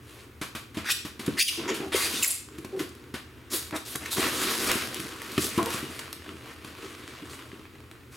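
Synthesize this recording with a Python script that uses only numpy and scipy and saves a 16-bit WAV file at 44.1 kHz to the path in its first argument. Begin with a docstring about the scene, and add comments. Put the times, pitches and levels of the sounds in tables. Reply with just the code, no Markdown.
"""Polystyrene foam rubbed on a hollow tray

A gloved hand pats, rubs, drags and knocks a broken foam block on a large foam packing tray in a small room.
Random bead slips make the rubbing, bursts of noise make the snaps and the crunch of pats and knocks,
and uneven stick-slip waves make the squeaks and groans. Low resonances make the hollow tray boom.
Noise tails add the room, over a steady low rumble of air."""
import sys
import numpy as np
from scipy import signal
from scipy.fft import rfft, irfft, next_fast_len
from scipy.io import wavfile
from scipy.ndimage import uniform_filter1d

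SR = 44100
rng = np.random.default_rng(int(sys.argv[2]) if len(sys.argv) > 2 else 0)


def output_pcm(signal):
    """Save a mono or channel-first signal as 16-bit PCM at the path in sys.argv[1].

    Samples are clipped to [-1, 1] before scaling.
    """
    pcm = np.clip(np.atleast_2d(signal).T, -1, 1) * 32767
    wavfile.write(sys.argv[1], SR, np.round(pcm).astype(np.int16))


N = 359856   # length in samples

# Levels in the tables are relative: the functions add shared trims and shapes.
# spectrum of the air rumble: [pitch_hz, level_db]
AIR_SPECTRUM = [(20, -42), (40, -14), (62, -6), (82, 7), (102, -5), (122, 4), (160, -15.5), (290, -3),
                (410, -7.5), (650, -24.5), (1250, -18), (2400, -22), (5000, -32), (16000, -34.5)]
AIR_DB = -49.5
# spectra of the rough scrape and of the fine bead hiss: [pitch_hz, level_db]
RASP_SPECTRUM = [(300, -9), (600, 0), (830, -4), (1100, 4.5), (1600, 1.5), (2400, 1), (3200, -3),
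                 (4500, -12.5), (7000, -28.5), (12000, -49)]
HISS_SPECTRUM = [(1500, -41), (3500, 0), (5000, -1), (7500, 0), (10500, 0.5), (13000, -3.5), (16000, -12)]
# resonances of the hollow tray, then of the small block: [pitch_hz, width_hz, level_db]
TRAY_MODES = [(130.4, 22, -13), (198.4, 68, -6.5), (268, 66, 0.5), (325, 72, 3), (376.3, 95, 1.5),
              (460, 60, -2.5)]
BLOCK_MODES = [(1120, 250, -14.5), (2285, 500, -3.5), (2744, 41, -7), (3160, 170, -18), (3730, 300, -1.5),
               (4980, 180, -5), (6700, 240, -12.5), (10060, 880, 3)]

# short rubs of glove or foam on foam: [start_s, rise_s, hold_s, boom_db, rasp_db, hiss_db]
STROKES = [(0, 0.13, .1, -70, -52.5, -58), (0.748, .04, 0.13, -54, -46.5, -61),
           (1.215, 0.033, 0.12, -46, -44.5, -53), (1.48, 0.035, 0.036, -48, -44, -40.5),
           (1.563, 0.037, .2, -37, -40.5, -52.5), (1.664, 0.032, .01, -36, -34, -49.5),
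           (1.794, 0.035, 0.1, -42, -52, -53), (1.918, 0.0075, 0.046, -49, -32, -43),
           (1.945, .02, 0.11, -41.5, -35, -32), (2.062, 0.046, .12, -41.5, -40, -34.5),
           (2.213, 0.026, 0.061, -63, -42, -31.5), (2.492, 0.057, 0.56, -48, -54.5, -63.5),
           (2.757, 0.031, 0.026, -35.5, -46.5, -51.5), (3.24, 0.07, .2, -58, -57.5, -77),
           (3.498, 0.039, 0.026, -38, -37, -30), (3.59, .02, .07, -56, -51, -51),
           (3.731, 0.024, 0.018, -41, -42.5, -43.5), (3.848, 0.013, 0.076, -51, -46.5, -38.5),
           (3.985, .04, 0.055, -43.5, -40.5, -47.5), (4.101, 0.013, 0.023, -51, -41.5, -31),
           (4.67, 0.03, 0.012, -35, -26, -41), (5.373, 0.042, .045, -39.5, -41.5, -31.5),
           (5.685, 0.032, .07, -47, -36, -38.5), (6.261, 0.019, 0.0091, -40.5, -47, -60),
           (6.422, 0.033, 0.05, -50.5, -47, -57.5), (6.797, 0.031, 0.035, -44, -46.5, -54),
           (7.278, 0.026, 0.045, -62, -58, -51), (8.105, 0.038, .02, -63, -51, -53)]
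STROKE_SAG_DB_PER_S, STROKE_RELEASE_DB_PER_S = 11.5, 274   # a rub eases while it lasts, then dies away
# effort of the long drag, then of the light rubbing as the foam settles: [time_s, effort_db]
DRAG_EFFORT = [(4.17, -35), (4.254, -32), (4.61, -34.5), (4.698, -28.5), (4.916, -45), (4.994, -41.5),
               (5.142, -43), (5.224, -41), (5.35, -41.5)]
SETTLING_EFFORT = [(5.85, -43.5), (6.11, -47), (6.26, -51.5), (6.56, -51.5), (6.69, -47), (7.32, -50.5),
                   (7.88, -62), (8.1, -70)]
DRAG_FADE_S, FULL_EFFORT_DB = 0.014, -32.5
# boom, rasp and hiss rows of the drag: [full_effort_level_db, gain_db_per_effort_db]
DRAG_VOICES = [(-35, 1.07), (-33.5, 0.96), (-33.5, 1.44)]
DRAG_UNEVEN_DB, DRAG_UNEVEN_PER_S = 1.5, 16
CRACKLES_PER_S, CRACKLE_DB, CRACKLE_SPREAD_DB = 220, -8, 3   # coarse catches among the fine bead slips

# soft pats of the glove with a long crunch: [start_s, thump_db, crunch_db, hiss_db]
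PATS = [(.413, -29.5, -32.5, -37.5), (.549, -34, -35, -40), (.744, -41, -43.5, -49),
        (.769, -24.5, -34.5, -44.5), (1.049, -31, -38, -42), (1.193, -32, -38.5, -41.5),
        (1.741, -47, -38, -36.5), (2.792, -39, -33.5, -38.5), (3.139, -29, -34, -42)]
PAT_ATTACK_S, PAT_T60_S = 0.0016, 0.2   # T60: time to fall by 60 dB
# hard knocks of foam on foam with a short crunch: [start_s, thump_db, crunch_db, hiss_db]
KNOCKS = [(1.262, -52, -39, -30.5), (1.278, -17, -31, -55), (1.307, -37, -50, -60), (1.801, -31, -36, -57),
          (2.138, -32.5, -43, -33), (2.583, -34, -40, -41), (2.646, -33, -36.5, -39),
          (3.725, -32, -34, -60), (3.953, -32.5, -27, -40), (4.181, -21.5, -24, -37),
          (4.754, -26, -41, -46), (4.996, -34.5, -39, -43), (5.048, -34, -43, -57),
          (5.378, -16, -18.5, -30), (5.576, -16.5, -30, -31), (5.586, -27, -26, -51),
          (5.627, -26, -45, -47), (5.743, -32, -41, -48), (5.827, -28.5, -43, -46), (5.899, -36, -55, -62),
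          (5.991, -50, -30.5, -32), (6.262, -55, -39, -59), (6.342, -37, -59, -67),
          (6.646, -38, -38.5, -41.5), (7.223, -34.5, -58, -67), (7.333, -52, -37, -62),
          (7.529, -37.5, -57, -68), (7.594, -41, -47, -61)]
KNOCK_ATTACK_S, KNOCK_T60_S = 0.0011, 0.036
# the whole tray rocking against the floor: [start_s, level_db]
BUMPS = [(.772, -16), (1.300, -34), (5.38, -22), (5.58, -36), (5.743, -20)]

# squeaks of the block: [start_s, length_s, first_slip_rate_hz, last_slip_rate_hz, level_db, roughness_0_to_1]
SQUEAKS = [(0.845, 0.021, 1190, 1460, -38, .16), (0.854, 0.045, 1950, 2900, -32, 0.25),
           (.883, 0.029, 1262, 1486, -25, 0.31), (0.893, 0.041, 2290, 3910, -21.5, 0.24),
           (0.911, 0.018, 5740, 7130, -23, 0.17), (1.369, 0.021, 1393, 1880, -29.5, 0.27),
           (1.383, 0.025, 1972, 2424, -22, 0.15), (1.393, 0.042, 2407, 2722, -14, 0.18),
           (1.421, 0.015, 4990, 4700, -15.5, 0.08), (1.434, 0.078, 3230, 3300, -29, 0.07),
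           (1.477, 0.025, 3092, 2567, -18, 0.12), (1.675, .036, 899, 1113, -28.5, .17),
           (1.923, 0.05, 1735, 2074, -28.5, 0.25), (1.951, 0.043, 2144, 2060, -28, .08),
           (1.986, .1, 2100, 2277, -29, .19), (2.105, 0.12, 1500, 1710, -33.5, 0.17),
           (2.224, 0.02, 2617, 2486, -21.5, 0.1), (2.228, 0.024, 7300, 7270, -19, 0.08),
           (2.239, 0.018, 2396, 2270, -22, .2), (2.25, 0.021, 7450, 7850, -23, 0.04),
           (2.274, 0.013, 10200, 11840, -18, .11), (2.3, 0.024, 8430, 8660, -21.5, 0.17),
           (3.517, .073, 11440, 12550, -32, 0.25), (3.752, 0.032, 1124, 1294, -37, .11),
           (4.056, 0.012, 1920, 1760, -32.5, 0.17), (4.108, 0.043, 4280, 4660, -32.5, 0.26),
           (4.43, 0.024, 1400, 1750, -42, .13)]
# a tightening squeak swells to a peak, a slackening one is loudest almost at once
RISING_PEAK_SHARE, SLACKENING_ATTACK_S = 0.49, 0.0048
SQUEAK_SLOPE_DB = -6   # overtone slope per octave
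SQUEAK_GRIT_DB = -9   # torn beads against the squeak at 10 kHz; quieter at slower slips
# the loudest beads snapping: [start_s, crack_db, hiss_db]
SNAPS = [(.845, -30, -49), (2.246, -40, -13), (2.307, -45, -24), (2.487, -44, -50), (2.892, -52, -43),
         (2.9511, -47, -45), (3.04, -48, -60), (3.627, -39, -34), (3.709, -32.5, -40), (3.7634, -55, -27.5),
         (3.9571, -28, -22.5), (4.0591, -30.5, -40), (4.1294, -29.5, -25), (4.7156, -21, -16.5),
         (4.944, -41, -25.5), (5.0013, -28, -29.5), (5.2183, -31.5, -36), (5.318, -42, -33),
         (5.6283, -35.5, -28), (5.6592, -46, -24.5), (5.7042, -34, -31), (6.0787, -35.5, -57),
         (6.1285, -34, -27.5), (6.291, -30.5, -53), (6.8255, -37, -53), (6.9502, -37, -46),
         (7.5167, -38, -68), (7.6539, -40, -63), (7.755, -42, -56), (7.8035, -42.5, -54), (7.913, -43, -45),
         (7.9526, -44, -64)]
# fainter random snaps and taps while the foam is dragged and settles; levels are for full effort
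STRAY_SNAPS_PER_S, STRAY_CRACK_DB, STRAY_HISS_DB = 11, -33, -38.5
STRAY_TAPS_PER_S, STRAY_THUMP_DB, STRAY_CRUNCH_DB, STRAY_TAP_HISS_DB = 6, -38, -46, -56
STRAY_FOLLOWS, STRAY_HISS_FOLLOWS = .5, .85   # dB per dB of effort
STRAY_SPREAD_DB = 2.5
# slow groans of the tray: [start_s, length_s, slip_rate_hz, level_db, overtone_slope_db_per_octave]
GROANS = [(1.574, .04, 358, -34, -19), (1.681, 0.066, 381.7, -29, -25), (1.794, .11, 374, -36, -8),
          (1.943, 0.016, 394, -20.5, -32), (2.726, 0.043, 379, -30, -20), (2.766, .028, 357, -30, -30),
          (2.798, 0.023, 353, -27.5, -27), (3.525, 0.034, 373, -33, -30), (3.72, 0.059, 305.2, -31.5, -2.5),
          (5.578, .07, 341.8, -26, -9.5), (5.58, 0.04, 1029, -24.5, -19), (5.652, 0.05, 462, -30.5, -7)]
# the slip rate starts the glide share low and ends that share high
GROAN_GLIDE, GROAN_ROUGH, GROAN_PEAK_SHARE = 0.028, 0.133, 0.37

# how long the room rings: [pitch_hz, t60_s]
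ROOM_T60 = [(100, 0.71), (400, 0.33), (1000, 0.36), (3000, 0.48), (8000, 0.41), (16000, 0.15)]
# how strongly the room answers: [pitch_hz, level_db]
ROOM_LEVEL = [(100, -7.5), (400, -7.5), (1000, -6.5), (3000, -6.5), (8000, -4), (16000, -3.5)]
# strength of the left-right difference: [pitch_hz, side_against_mid_db]
STEREO_WIDTH = [(30, -41), (120, -10.5), (300, -17.5), (600, -7), (1500, -6), (3500, -5.5), (5200, -4.5),
                (6200, -28), (8000, -17), (14000, -3)]
CUTOFF_HZ = 16100


def from_db(db):
    """Turn decibels into gain."""
    return 10 ** (np.asarray(db) / 20)


def rms_one(x):
    """Scale a sound to an average strength (rms) of 1."""
    return x / np.sqrt(np.mean(x ** 2) + 1e-20)


def at_hz(points, hz):
    """Read a table between its points, on a log-frequency axis."""
    known, values = np.transpose(points)
    return np.interp(np.log(np.maximum(hz, 1)), np.log(known), values)


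def colour(x, spectrum):
    """Filter a sound by a table of level against pitch."""
    size = next_fast_len(len(x))
    hz = np.arange(size // 2 + 1) * SR / size
    return irfft(rfft(x, size) * from_db(at_hz(spectrum, hz)), size)[:len(x)]


def drift(rate):
    """Wander smoothly at random with spread 1, through this many points a second."""
    points = rng.standard_normal(int(N / SR * rate) + 2)
    return rms_one(np.interp(np.arange(N) * rate / SR, np.arange(len(points)), points))


def add(track, s, sound):
    """Mix a sound into a track at time s."""
    start = max(0, round(s * SR))
    track[start:start + len(sound)] += sound[:max(0, N - start)]


def air_rumble():
    """A steady low rumble of air is noise with most of its strength in the bass."""
    return from_db(AIR_DB) * rms_one(colour(rng.standard_normal(N), AIR_SPECTRUM))


def resonate(force, modes):
    """A foam body answers a force with a few broad resonances."""
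    out = 0
    for k, (hz, width_hz, db) in enumerate(modes):
        r = np.exp(-np.pi * width_hz / SR)   # a wider mode dies sooner
        feed = np.array([1, 0, -1]) * (1 - r * r) / 2
        feedback = [1, -2 * r * np.cos(2 * np.pi * hz / SR), r * r]
        sign = (-1) ** k   # neighbouring modes push opposite ways
        out = out + sign * from_db(db) * signal.lfilter(feed, feedback, force + 1e-18)
    return out


def dull(x, top_hz=560):
    """The wide soft panel cannot follow fast forces."""
    return signal.sosfilt(signal.butter(4, top_hz, fs=SR, output="sos"), x)


def tray(force):
    """The hollow tray booms in its low modes."""
    return dull(resonate(force, TRAY_MODES))


def effort_db(t):
    """How hard the foam is dragged at times t."""
    return np.interp(t, *np.transpose(DRAG_EFFORT + SETTLING_EFFORT))


def rub_gains():
    """The drag drives boom, rasp and hiss together, and each stroke rises, holds and dies away."""
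    t = np.arange(N) / SR
    effort = effort_db(t) - FULL_EFFORT_DB + DRAG_UNEVEN_DB * drift(DRAG_UNEVEN_PER_S)
    moving = np.clip(1 + (t - DRAG_EFFORT[0][0]) / DRAG_FADE_S, 0, 1)
    power = np.array([(moving * from_db(db + follows * effort)) ** 2 for db, follows in DRAG_VOICES])
    age = np.arange(SR) / SR
    for s, rise, hold, *levels in STROKES:
        sag_db = STROKE_SAG_DB_PER_S * np.maximum(age - rise, 0)
        release_db = STROKE_RELEASE_DB_PER_S * np.maximum(age - rise - hold, 0)
        shape = np.minimum(age / rise, 1) * from_db(-(sag_db + release_db))
        for voice, db in zip(power, levels):
            add(voice, s, (from_db(db) * shape) ** 2)
    return np.sqrt(power)


def grains(per_s, spread_db):
    """Beads catch and let go at random, a few much harder than the rest."""
    sizes = from_db(spread_db * np.minimum(rng.exponential(1, N), 5))
    happens = rng.random(N) < per_s / SR
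    return rms_one(happens * sizes * rng.standard_normal(N))


def wander(x, patchy_db=2.5, rate=35, count=9):
    """As the contact moves over the foam, each band up to 13 kHz swells and fades on its own."""
    out = 0
    for hz in np.geomspace(900, 13000, count):
        low = signal.sosfiltfilt(signal.butter(4, hz, fs=SR, output="sos"), x)
        out = out + low * from_db(patchy_db * drift(rate))
        x = x - low   # carry what lies above on to the next band
    return out + x


def rubbing(per_s=30000, full_rasp_db=-32, spread_db=2.0, judder_db=1.23, trim_db=-1):
    """One stream of bead slips booms, rasps and hisses; a harder drag frees more beads each second."""
    boom, rasp, hiss = rub_gains()
    rate = np.clip(per_s * np.sqrt((rasp + hiss) / from_db(full_rasp_db)), 1500, SR)
    # dividing by the root of the rate keeps busy moments from also growing louder here
    fine = grains(rate, spread_db) / np.sqrt(rate) * from_db(judder_db * drift(170))
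    coarse = grains(CRACKLES_PER_S, CRACKLE_SPREAD_DB)
    slips = rms_one(fine) + from_db(CRACKLE_DB) * coarse
    booming = boom * rms_one(tray(slips))
    rasping = rasp * rms_one(wander(colour(slips, RASP_SPECTRUM)))
    hissing = hiss * rms_one(wander(colour(slips, HISS_SPECTRUM)))
    return from_db(trim_db) * (booming + rasping + hissing)


def strays(per_s):
    """Pick random moments of the drag and settling: (start_s, effort_against_full_db, chance_db)."""
    start, end = DRAG_EFFORT[0][0], SETTLING_EFFORT[-1][0]
    wait, chance = rng.random(80), rng.uniform(-1, 1, 80)
    times = start + np.cumsum(2 * wait) / per_s
    return [(s, effort_db(s) - FULL_EFFORT_DB, STRAY_SPREAD_DB * c) for s, c in zip(times, chance) if s < end]


def touches(push_hz=245, push_lag_s=0.00264, push_db=5, ring_db=-2, ring_t60=0.037, crush_db=0.37):
    """A contact pushes air off the tray, sets it ringing and crushes a burst of beads."""
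    out, t = np.zeros(N), np.arange(SR // 4) / SR
    crush, shake = rng.standard_normal((2, N))
    rasp, hiss = rms_one(colour(crush, RASP_SPECTRUM)), rms_one(colour(crush, HISS_SPECTRUM))
    flex = (np.pi * push_hz * (t - push_lag_s)) ** 2
    push = dull((1 - 2 * flex) * np.exp(-flex), top_hz=437)   # the panel gives way and springs back
    tap_db = np.array([STRAY_THUMP_DB, STRAY_CRUNCH_DB, STRAY_TAP_HISS_DB])
    taps = [(s, *(tap_db + STRAY_FOLLOWS * effort + chance)) for s, effort, chance in strays(STRAY_TAPS_PER_S)]
    soft = (PATS, PAT_ATTACK_S, PAT_T60_S)
    hard = (KNOCKS + taps, KNOCK_ATTACK_S, KNOCK_T60_S)
    for contacts, attack_s, t60 in (soft, hard):
        burst = (1 - np.exp(-t / attack_s)) * from_db(crush_db - 60 * t / t60)
        for s, thump_db, crunch_db, hiss_db in contacts:
            part = (int(s * SR) + np.arange(len(t))) % N   # each contact takes its own stretch of noise
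            ring = dull(tray(shake[part] * from_db(-60 * t / ring_t60)), top_hz=430)
            thump = from_db(push_db) * push + from_db(ring_db) * ring / np.abs(ring).max()
            crunch = from_db(crunch_db) * rasp[part] + from_db(hiss_db) * hiss[part]
            add(out, s, from_db(thump_db) * thump + burst * crunch)
    return out


def bumps(hz=105, t60=0.05, attack_s=0.026):
    """The loaded tray bounces on the floor in its lowest mode, a short low tone."""
    out, t = np.zeros(N), np.arange(SR // 4) / SR
    for s, db in BUMPS:
        fade = from_db(db - 60 * t / t60) * (1 - np.exp(-t / attack_s))
        add(out, s, fade * np.sin(2 * np.pi * hz * t))
    return out


def stick_slip(length_s, first_hz, last_hz, rough, slope_db, uneven_db=16, count=7):
    """Every cycle has its own length and strength, and the rate glides with the hand's speed."""
    k = np.arange(1, count + 1)[:, None]   # overtone numbers
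    hz = np.geomspace(first_hz, last_hz, int(length_s * SR))
    cycles = np.cumsum(hz) / SR
    late, strong = rng.standard_normal((2, 2048))
    phase = cycles + np.interp(cycles, np.arange(len(late)), np.cumsum(rough * late))
    overtones = from_db(slope_db * np.log2(k)) * (k * hz < CUTOFF_HZ)
    wave = (overtones * np.sin(2 * np.pi * (k * phase + rng.random(k.shape)))).sum(0)
    strength = np.interp(cycles, np.arange(len(strong)), strong)
    return wave * from_db(uneven_db * rough * strength)


def through_block(wave, scatter_t60=0.0079, ring_db=2):
    """Vibration criss-crosses the block for a few milliseconds and rings its modes."""
    t = np.arange(SR // 64) / SR
    paths = rng.standard_normal(len(t)) * from_db(-60 * t / scatter_t60)
    scattered = signal.fftconvolve(wave, paths / np.linalg.norm(paths))[:len(wave)]
    return scattered + from_db(ring_db) * resonate(wave, BLOCK_MODES)


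def swelled(wave, slip_hz, peak_share, swell=0.69, lowest_share=0.72):
    """A run of slips swells and fades, with nothing far below its slip rate."""
    wave = signal.sosfilt(signal.butter(8, lowest_share * slip_hz, "high", fs=SR, output="sos"), wave)
    progress = np.linspace(0, 1, len(wave))
    return rms_one(wave) * np.interp(progress, [0, min(peak_share, .95), 1], [0, 1, 0]) ** swell


def squeaks():
    """Fast slips sound through the small block and tear at its beads."""
    out = np.zeros(N)
    for s, length, first_hz, last_hz, db, rough in SQUEAKS:
        wave = rms_one(through_block(stick_slip(length, first_hz, last_hz, rough, SQUEAK_SLOPE_DB)))
        grit = rms_one(colour(rng.standard_normal(SR // 4), HISS_SPECTRUM))[:len(wave)]
        wave = wave + from_db(SQUEAK_GRIT_DB) * np.sqrt(first_hz / 10 ** 4) * grit
        peak_share = RISING_PEAK_SHARE if last_hz > first_hz else SLACKENING_ATTACK_S / length
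        add(out, s, from_db(db) * swelled(wave, min(first_hz, last_hz), peak_share))
    return out


def snaps(t60=0.0092, level_db=6, attack_s=0.00059):
    """A bead bursts with a crack of noise a few milliseconds long."""
    out, t = np.zeros(N), np.arange(SR // 32) / SR
    faint = []
    for s, effort, chance in strays(STRAY_SNAPS_PER_S):
        crack_db = STRAY_CRACK_DB + STRAY_FOLLOWS * effort + chance
        hiss_db = STRAY_HISS_DB + STRAY_HISS_FOLLOWS * effort + chance
        faint.append((s, crack_db, hiss_db))
    fade = from_db(level_db - 60 * t / t60) * (1 - np.exp(-t / attack_s))
    for (s, crack_db, hiss_db), burst in zip(SNAPS + faint, rng.standard_normal((128, len(t)))):
        crack = from_db(crack_db) * rms_one(colour(burst, RASP_SPECTRUM))
        hiss = from_db(hiss_db) * rms_one(colour(burst, HISS_SPECTRUM))
        add(out, s, fade * (crack + hiss))
    return out


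def groans():
    """Slow slips sound straight off the tray."""
    out = np.zeros(N)
    for s, length, hz, db, slope_db in GROANS:
        wave = stick_slip(length, hz * (1 - GROAN_GLIDE), hz * (1 + GROAN_GLIDE), GROAN_ROUGH, slope_db)
        add(out, s, from_db(db) * swelled(wave, hz, GROAN_PEAK_SHARE))
    return out


def room_response(gap_s=.003):
    """Wall reflections crowd into a noise tail that dies at its own pace in each octave."""
    t, out = np.arange(int(.7 * SR)) / SR, 0
    for hz in 90 * 2. ** np.arange(8):
        octave = signal.butter(2, [hz / np.sqrt(2), hz * np.sqrt(2)], "band", fs=SR, output="sos")
        band = signal.sosfilt(octave, rng.standard_normal(len(t)))
        fade = from_db(-60 * t / at_hz(ROOM_T60, hz)) * (t > gap_s)
        out = out + from_db(at_hz(ROOM_LEVEL, hz)) * band * fade / np.sqrt(np.sum(fade ** 2))
    return out


def scene(side_db=3, left_db=0.2):
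    """Place the foam close in front, the room around it, and a low steady rumble of air."""
    foam = rubbing() + touches() + bumps() + snaps() + squeaks() + groans()
    walls, walls_across = [signal.fftconvolve(foam, room_response())[:N] for _ in range(2)]
    air, air_across = air_rumble(), air_rumble()
    mid = foam + walls + air
    side = colour(from_db(side_db) * walls_across + 0.97 * air_across, STEREO_WIDTH)
    return np.array([from_db(left_db) * (mid + side), from_db(-left_db) * (mid - side)])


def limiter(x, threshold_db=-24, squeeze=0.88, release_db_per_s=65, attack_s=0.0088):
    """Loud treble pulls the gain down within milliseconds; it then recovers at a steady pace."""
    treble = signal.sosfilt(signal.butter(2, 1800, "high", fs=SR, output="sos"), x.mean(0))
    level_db = 10 * np.log10(np.maximum(uniform_filter1d(treble ** 2, size=220), 1e-12))
    wanted_cut_db = squeeze * np.maximum(level_db - threshold_db, 0)
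    recovery = release_db_per_s * np.arange(N) / SR
    cut_db = np.maximum.accumulate(wanted_cut_db + recovery) - recovery
    r = np.exp(-1 / (attack_s * SR))
    return x * from_db(-signal.lfilter([1 - r], [1, -r], cut_db))


def record(dry):
    """A limiter ducks the sound when its treble is loud, and the top is cut steeply."""
    return signal.sosfilt(signal.ellip(10, .2, 80, CUTOFF_HZ, fs=SR, output="sos"), limiter(dry))


dry = scene()
out = record(dry)
output_pcm(out)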